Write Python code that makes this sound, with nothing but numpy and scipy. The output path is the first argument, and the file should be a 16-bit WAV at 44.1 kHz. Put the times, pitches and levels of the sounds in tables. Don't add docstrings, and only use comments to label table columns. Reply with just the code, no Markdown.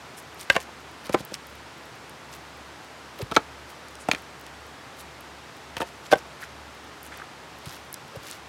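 import sys
import numpy as np
from scipy import signal
from scipy.fft import rfft, irfft
from scipy.io import wavfile

SR = 44100
rng = np.random.default_rng(int(sys.argv[2]) if len(sys.argv) > 2 else 0)


def inscribe(sig):
    pcm = np.round(np.clip(np.atleast_2d(sig).T, -1, 1) * 32767)
    wavfile.write(sys.argv[1], SR, pcm.astype(np.int16))


N = 374004
BLOW = SR // 3
AGE = np.arange(BLOW) / SR

# (t/s, level/dB, f/Hz)
FOOTFALLS = [(3.224, -14, 122), (7.667, -21, 145), (8.166, -22, 121)]
# (middle t/s, half length/s, level/dB, centre f/Hz)
RUSTLES = [(0.188, 0.019, -46.5, 8600), (0.413, .025, -42, 7600), (0.524, .013, -36, 4020),
           (1.063, 0.015, -42, 4220), (1.346, .01, -37.5, 4400), (2.341, 0.028, -48, 6800),
           (3.191, 0.014, -46, 4500), (3.704, 0.016, -53, 9900), (5.001, 0.024, -47.5, 9000),
           (5.781, 0.0045, -38, 4500), (6.062, .018, -47.5, 6000), (6.426, 0.025, -46.5, 6050),
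           (7.058, 0.023, -48.5, 8500), (7.155, .05, -47, 2800), (7.721, 0.067, -45.5, 4900),
           (8.299, .06, -43, 5800)]
TICK_T60 = 0.0076


def from_db(db):
    return 10 ** (np.asarray(db) / 20)


def rms_one(x):
    return x / np.sqrt(np.mean(x ** 2) + 1e-20)


def add(track, s, sound):
    start = max(round(s * SR), 0)
    track[start:start + len(sound)] += sound[:N - start]


def fade(t60):
    return np.exp(-np.log(1000) * AGE / t60)


def ring(hz, t60, build_cycles=0.24):
    build_up = 1 - np.exp(-AGE * hz / build_cycles)
    return np.sin(2 * np.pi * hz * AGE) * fade(t60) * build_up


def soften(x, hz):
    r = np.exp(-2 * np.pi * hz / SR)
    return signal.lfilter([(1 - r) ** 2], [1, -2 * r, r * r], x + 1e-18)


def band(x, hz, width_hz):
    low = np.sqrt(hz ** 2 + width_hz ** 2 / 4) - width_hz / 2
    high = min(low + width_hz, .45 * SR)
    return rms_one(signal.sosfilt(signal.butter(2, [low, high], "band", fs=SR, output="sos"), x))


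def coloured(spectrum, size):
    hz, db = np.transpose(spectrum)
    bins = np.arange(size // 2 + 1) * SR / size
    gain = from_db(np.interp(np.log(bins + 1e-9), np.log(hz), db))
    return rms_one(irfft(rfft(rng.standard_normal(size)) * gain, size))


def swell(half_length):
    return np.exp(-(AGE / half_length - 2) ** 2)


def knocks(thud_lag=0.0021, face_hardness_hz=1250):
    log_modes = { "grey": [(550, -13, 0.045), (1142, -9, 0.015), (1542, -1.5, 0.023), (1618, -2.5, 0.038),
                 (1770, -11, 0.028), (2060, -0.5, 0.014), (2242, -22, 0.031), (2620, -2.5, 0.015),
                 (2880, -4, 0.0095), (3015, -10, 0.023), (3240, -18, 0.025), (3600, -9, 0.013),
                 (3790, -18, 0.023), (4100, -7.5, 0.008), (4098, -30, 0.028), (4577, -20, 0.012)],
                 "bottom": [(490, 3.5, 0.014), (540, -3, 0.045), (677, -1, 0.041), (854, -8, 0.021),
                 (1033, -9, 0.072), (1130, -9, 0.05), (1500, -7, 0.027), (1727, -7, 0.03),
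                 (1810, -8, 0.042), (2240, -6, 0.028), (2330, -9, 0.028), (2757, -10, 0.023),
                 (2810, -7, 0.03), (2800, -1, 0.02), (3000, -12, 0.023), (3100, -1.5, 0.0096)],
                 "barked": [(210.5, -11.5, 0.17), (348, -9, 0.057), (509, 3.5, 0.022), (577, 4, 0.025),
                 (790, -13.5, 0.065), (904, -8, 0.047), (1026, -14.5, 0.11), (1216, -4.5, 0.022),
                 (1342, -11, 0.035), (1530, -25, 0.21), (1711, -11.5, 0.017), (1990, -23, 0.081),
                 (2200, -17.5, 0.035), (2430, -25, 0.025), (2324, -14, 0.027), (2600, -16, 0.013)],
                 "thick": [(279, -19, 0.06), (448, -16, 0.081), (674, -15, 0.091), (737, -25, 0.05),
                 (895, -7, 0.018), (1162, -15, 0.042), (1298, -2, 0.032), (1530, 5, 0.0041),
                 (1634, -7.5, 0.026), (2280, -18, 0.037), (2540, -14.5, 0.025), (3200, -9, 0.0069),
                 (3170, -6, 0.018), (3680, -13, 0.023), (4115, -30, 0.026), (4020, 0.5, 0.0059),
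                 (6220, -11.5, 0.016)], "slat": [(570, -22, 0.013), (756, -22, 0.022), (1750, -5.5, 0.016),
                 (1990, -13, 0.03), (1360, -4, 0.0087), (2400, 3, 0.013), (2610, -4, 0.019),
                 (2620, -9, 0.017), (2730, -11, 0.025), (3140, -4, 0.015), (3312, -22.5, 0.03),
                 (3400, -10, 0.023), (3640, -7, 0.016), (4207, -13, 0.026), (4370, -10, 0.032),
                 (4477, 1.5, 0.0043), (6600, -5, 0.0089)], "stick": [(335, -16, 0.05), (525, -8, 0.045),
                 (660, -20, 0.056), (703, -14, 0.12), (918, -7.5, 0.082), (1020, -18, 0.036),
                 (1210, -18, 0.025), (1260, -21, 0.051), (1340, -15, 0.012), (1800, -5.5, 0.025),
                 (1840, -17, 0.026), (2600, 3.5, 0.018), (2610, -2, 0.043), (2870, -6, 0.017),
                 (3130, -6.5, 0.031), (3400, -7, 0.016)], "knotty": [(323, -9, 0.012), (380.5, -14.5, 0.12),
                 (476, -9, 0.043), (565, 0, 0.025), (787, -6.5, 0.037), (984, -18, 0.092),
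                 (1125, -16, 0.063), (1557, -3, 0.035), (1530, -0.5, 0.009), (1876, -21, 0.047),
                 (2120, -26, 0.038), (2040, -17, 0.027), (3060, -5.5, 0.0044), (3200, -23, 0.033),
                 (3470, -15, 0.023), (4000, -34, 0.053)], "rear": [(286, -15.5, 0.041), (474, -13.5, 0.047),
                 (616, -3, 0.015), (723, -0.5, 0.024), (910, -10.5, 0.031), (1030, -16, .03),
                 (1340, -10, .025), (2400, -12, .012)], }
    # (t/s, piece that rings, edge force level/dB, edge hardness f/Hz,
    # face force level/dB, face lag/s (negative: face first), thud level/dB)
    contacts = [ (0.5, "grey", -1.5, 16800, -17, -0.0017, -48),
                (0.5546, "bottom", -23.5, 6500, -31, -0.0028, -42),
                (0.5635, "bottom", -12.5, 14000, -29, 0.015, -27),
                (1.0938, "barked", -22.5, 5200, -35, 0.0017, -21),
                (1.1447, "barked", -7, 5200, -6.5, -.0029, -20),
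                (1.2016, "barked", -25, 500, -49, 0.0014, -22),
                (1.318, "barked", -26, 800, -40, -0.0062, -30),
                (3.314, "thick", -25, 6700, -12.5, 0.0059, -22),
                (3.3642, "thick", -6.5, 20000, 5.5, .0034, -30),
                (3.373, "thick", -7.5, 1300, -13, .0027, -20), (4.0862, "rear", -8, 4400, -27, 0.013, -17),
                (4.1142, "slat", -10.5, 18000, -28, 0.0011, -39),
                (4.1334, "rear", -21.5, 4200, -24, .0004, -27),
                (4.148, "slat", -21.5, 3800, -27, 0.012, -43),
                (5.7673, "stick", -21, 10000, -36, 0.018, -35),
                (5.8036, "thick", -8.5, 870, -27, -0.0033, -29),
                (5.817, "stick", -13.5, 2100, -20, 0.011, -27),
                (6.1161, "knotty", -18, 16000, -21, .004, -28),
                (6.1263, "knotty", 0.5, 1650, -20, 0.00021, -39),
                (6.133, "knotty", -1.5, 4100, -28, 0.01, -20),
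                (6.1554, "knotty", -23, 1900, -34, 0.0093, -26), ]
    out = np.zeros(N)
    bodies = {name: log_body(modes) for name, modes in log_modes.items()}
    pile_low_hz, pile_high_hz, pile_t60 = 119, 252, 0.021
    thud = ring(pile_low_hz, pile_t60) - ring(pile_high_hz, pile_t60)
    for s, name, edge_db, edge_hz, face_db, face_lag, thud_db in contacts:
        edge = (s, edge_db, edge_hz)
        face = (s + face_lag, face_db, face_hardness_hz)
        for at, force_db, hardness_hz in (edge, face):
            add(out, at, from_db(force_db) * soften(bodies[name], hardness_hz))
            add(out, at, from_db(crack_level(force_db, hardness_hz)) * crack())
        add(out, s + thud_lag, from_db(thud_db) * thud)
    return out


def log_body(modes, settle_s=0.014, settled_db=-4.0):
    free = np.zeros(BLOW)
    for k, (hz, db, t60) in enumerate(modes):
        sign = (-1) ** k
        free += sign * from_db(db) * ring(hz, t60)
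    settled = 1 - np.exp(-(AGE / settle_s) ** 4)
    return free * from_db(settled_db * settled)


def crack(rise_s=0.00052, dull_hz=5000, bright_t60=0.0093, dull_t60=0.034):
    # (f/Hz, level/dB per Hz)
    crack_spectrum = [(500, 0), (1500, 0.5), (3300, 0), (5000, -4.5), (6500, -5), (9000, -7),
                      (13000, -14.5), (16000, -19)]
    modes = coloured(crack_spectrum, BLOW)
    dull = soften(modes, dull_hz)
    return (modes * fade(bright_t60) + dull * fade(dull_t60)) * (1 - np.exp(-AGE / rise_s))


def crack_level(force_db, hardness_hz, full_force_db=-21.5, reference_hz=3000,
                db_per_force_db=0.47, db_per_octave=3.5):
    return full_force_db + db_per_force_db * force_db + db_per_octave * np.log2(hardness_hz / reference_hz)


def crunches(per_s=550, spread_db=4.0, width=0.52, finest_hz=11000):
    # (multiple of the centre f, level/dB)
    splinters = [(.25, -4.5), (.4, -4.5), (.63, -2), (1, -1.5), (1.6, -8.5), (2.5, -7.5)]
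    out = np.zeros(N)
    for s, half_length, db, hz in crushings():
        grains = np.zeros(BLOW)
        for multiple, grit_db in splinters:
            sizes = from_db(spread_db * np.minimum(rng.exponential(1, BLOW), 4))
            signed_sizes = sizes * rng.choice([-1, 1], BLOW)
            clicks = signed_sizes * (rng.random(BLOW) < per_s / SR)
            pitch = min(multiple * hz, finest_hz)
            grains += from_db(grit_db) * band(clicks + 1e-18, pitch, width * pitch)
        add(out, s - 2 * half_length, from_db(db) * swell(half_length) * rms_one(grains))
    return out


def crushings():
    # (t/s, crushed bark level/dB, settling litter level/dB)
    landings = [(.563, -35.5, -43.5), (1.145, -34, -43), (3.363, -33.5, -59), (4.134, -41, -51),
                (5.826, -33.5, -52), (6.134, -26.5, -48)]
    crush_lead_s, crush_half_s, crush_hz = .011, .009, 4800
    settle_lag_s, settle_half_s, settle_hz = .051, .019, 5800
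    heel_lead_s, heel_half_s, heel_crunch_db, heel_crunch_hz = .004, 0.0071, -21, 4520
    bark = [(s - crush_lead_s, crush_half_s, db, crush_hz) for s, db, _ in landings]
    settling = [(s + settle_lag_s, settle_half_s, db, settle_hz) for s, _, db in landings]
    heels = [(s - heel_lead_s, heel_half_s, db + heel_crunch_db, heel_crunch_hz) for s, db, _ in FOOTFALLS]
    return RUSTLES + bark + settling + heels


def snaps(width_hz=6000):
    # (t/s, level/dB, centre f/Hz)
    breaks = [(.345, -41, 12000), (.602, -33, 4970), (1.2503, -29, 13500), (1.3418, -20, 4200),
              (1.4692, -38.5, 11000), (2.0955, -39.5, 10000), (3.8843, -38, 7000), (3.954, -33, 4550),
              (4.4655, -35, 3500), (5.009, -39, 9000), (5.2077, -39, 11000), (7.0305, -34, 12000),
              (7.6589, -33.5, 6500), (7.694, -29, 5000), (7.928, -26, 12300), (7.942, -23, 7550),
              (8.312, -26.5, 6500)]
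    out = np.zeros(N)
    for s, db, hz in breaks:
        noise = band(rng.standard_normal(BLOW), hz, width_hz)
        add(out, s, from_db(db) * fade(TICK_T60) * noise)
    return out


def footwork(heel_hz=260, heel_t60=0.037, rub_width=0.45):
    # (middle t/s, half length/s, level/dB, centre f/Hz)
    slips = [(0.18, 0.0087, -46, 9000), (0.687, .012, -41.5, 760), (3.21, 0.015, -34, 460),
             (4.015, .018, -48, 7900), (6.432, .012, -37.5, 1630), (7.126, 0.0076, -41, 1700),
             (7.201, .004, -34.5, 1320), (7.22, 0.0029, -34.5, 1430), (8.159, .009, -35.5, 510)]
    out = np.zeros(N)
    for s, db, hz in FOOTFALLS:
        add(out, s, from_db(db) * soften(ring(hz, heel_t60), heel_hz))
    for s, half_length, db, hz in slips:
        rasp = band(rng.standard_normal(BLOW), hz, rub_width * hz)
        add(out, s - 2 * half_length, from_db(db) * swell(half_length) * rasp)
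    return out


def litter(per_s=6, pressed_per_s=35, level_db=-35, pressed_db=6, spread_db=3.5, low_hz=4500):
    pressed = pressure()
    breaks = rng.random(N) < (per_s + pressed_per_s * pressed) / SR
    spread = spread_db * np.minimum(rng.exponential(1, N), 3)
    sizes = from_db(pressed_db * pressed + spread) * breaks
    tick = rng.standard_normal(BLOW) * fade(TICK_T60)
    ticks = signal.fftconvolve(sizes, tick / np.linalg.norm(tick))[:N]
    return from_db(level_db) * signal.sosfilt(signal.butter(2, low_hz, "high", fs=SR, output="sos"), ticks)


def pressure():
    out = np.zeros(N)
    for s, half_length, _, _ in RUSTLES:
        add(out, s - 2 * half_length, swell(half_length))
    return np.minimum(out, 1)


def scatter(x, level_db=-24, t60=0.11, cut_hz=4900, build_s=0.0056):
    noise = soften(rng.standard_normal(BLOW), cut_hz)
    tail = noise * fade(t60) * (1 - np.exp(-AGE / build_s))
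    return from_db(level_db) * signal.fftconvolve(x, tail / np.linalg.norm(tail))[:N]


def forest(air_db=-44.5, drone_hz=70.9, drone_width_hz=3.9, drone_db=-58.5):
    # (f/Hz, level/dB per Hz)
    air_spectrum = [(53, -49), (90, -1.5), (145, 2), (188, -3), (255, -0.5), (284, -0.5), (316, 0),
                    (581, -1.5), (839, 0), (1320, -1.5), (5070, -13.5), (8000, -20), (13500, -30),
                    (16000, -38)]
    drone = band(rng.standard_normal(N + SR), drone_hz, drone_width_hz)[SR:]
    return from_db(air_db) * coloured(air_spectrum, N) + from_db(drone_db) * drone


def scene():
    near = knocks() + crunches() + snaps() + footwork()
    return (near + scatter(near) + forest() + litter())[None]


def record(dry, low_cut_hz=54, top=1.4, cutoff_hz=16000):
    thin = signal.sosfilt(signal.butter(6, low_cut_hz, "high", fs=SR, output="sos"), dry)
    rounded = top * np.tanh(thin / top)
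    return signal.sosfilt(signal.ellip(10, .1, 80, cutoff_hz, fs=SR, output="sos"), rounded)


dry = scene()
out = record(dry)
inscribe(out)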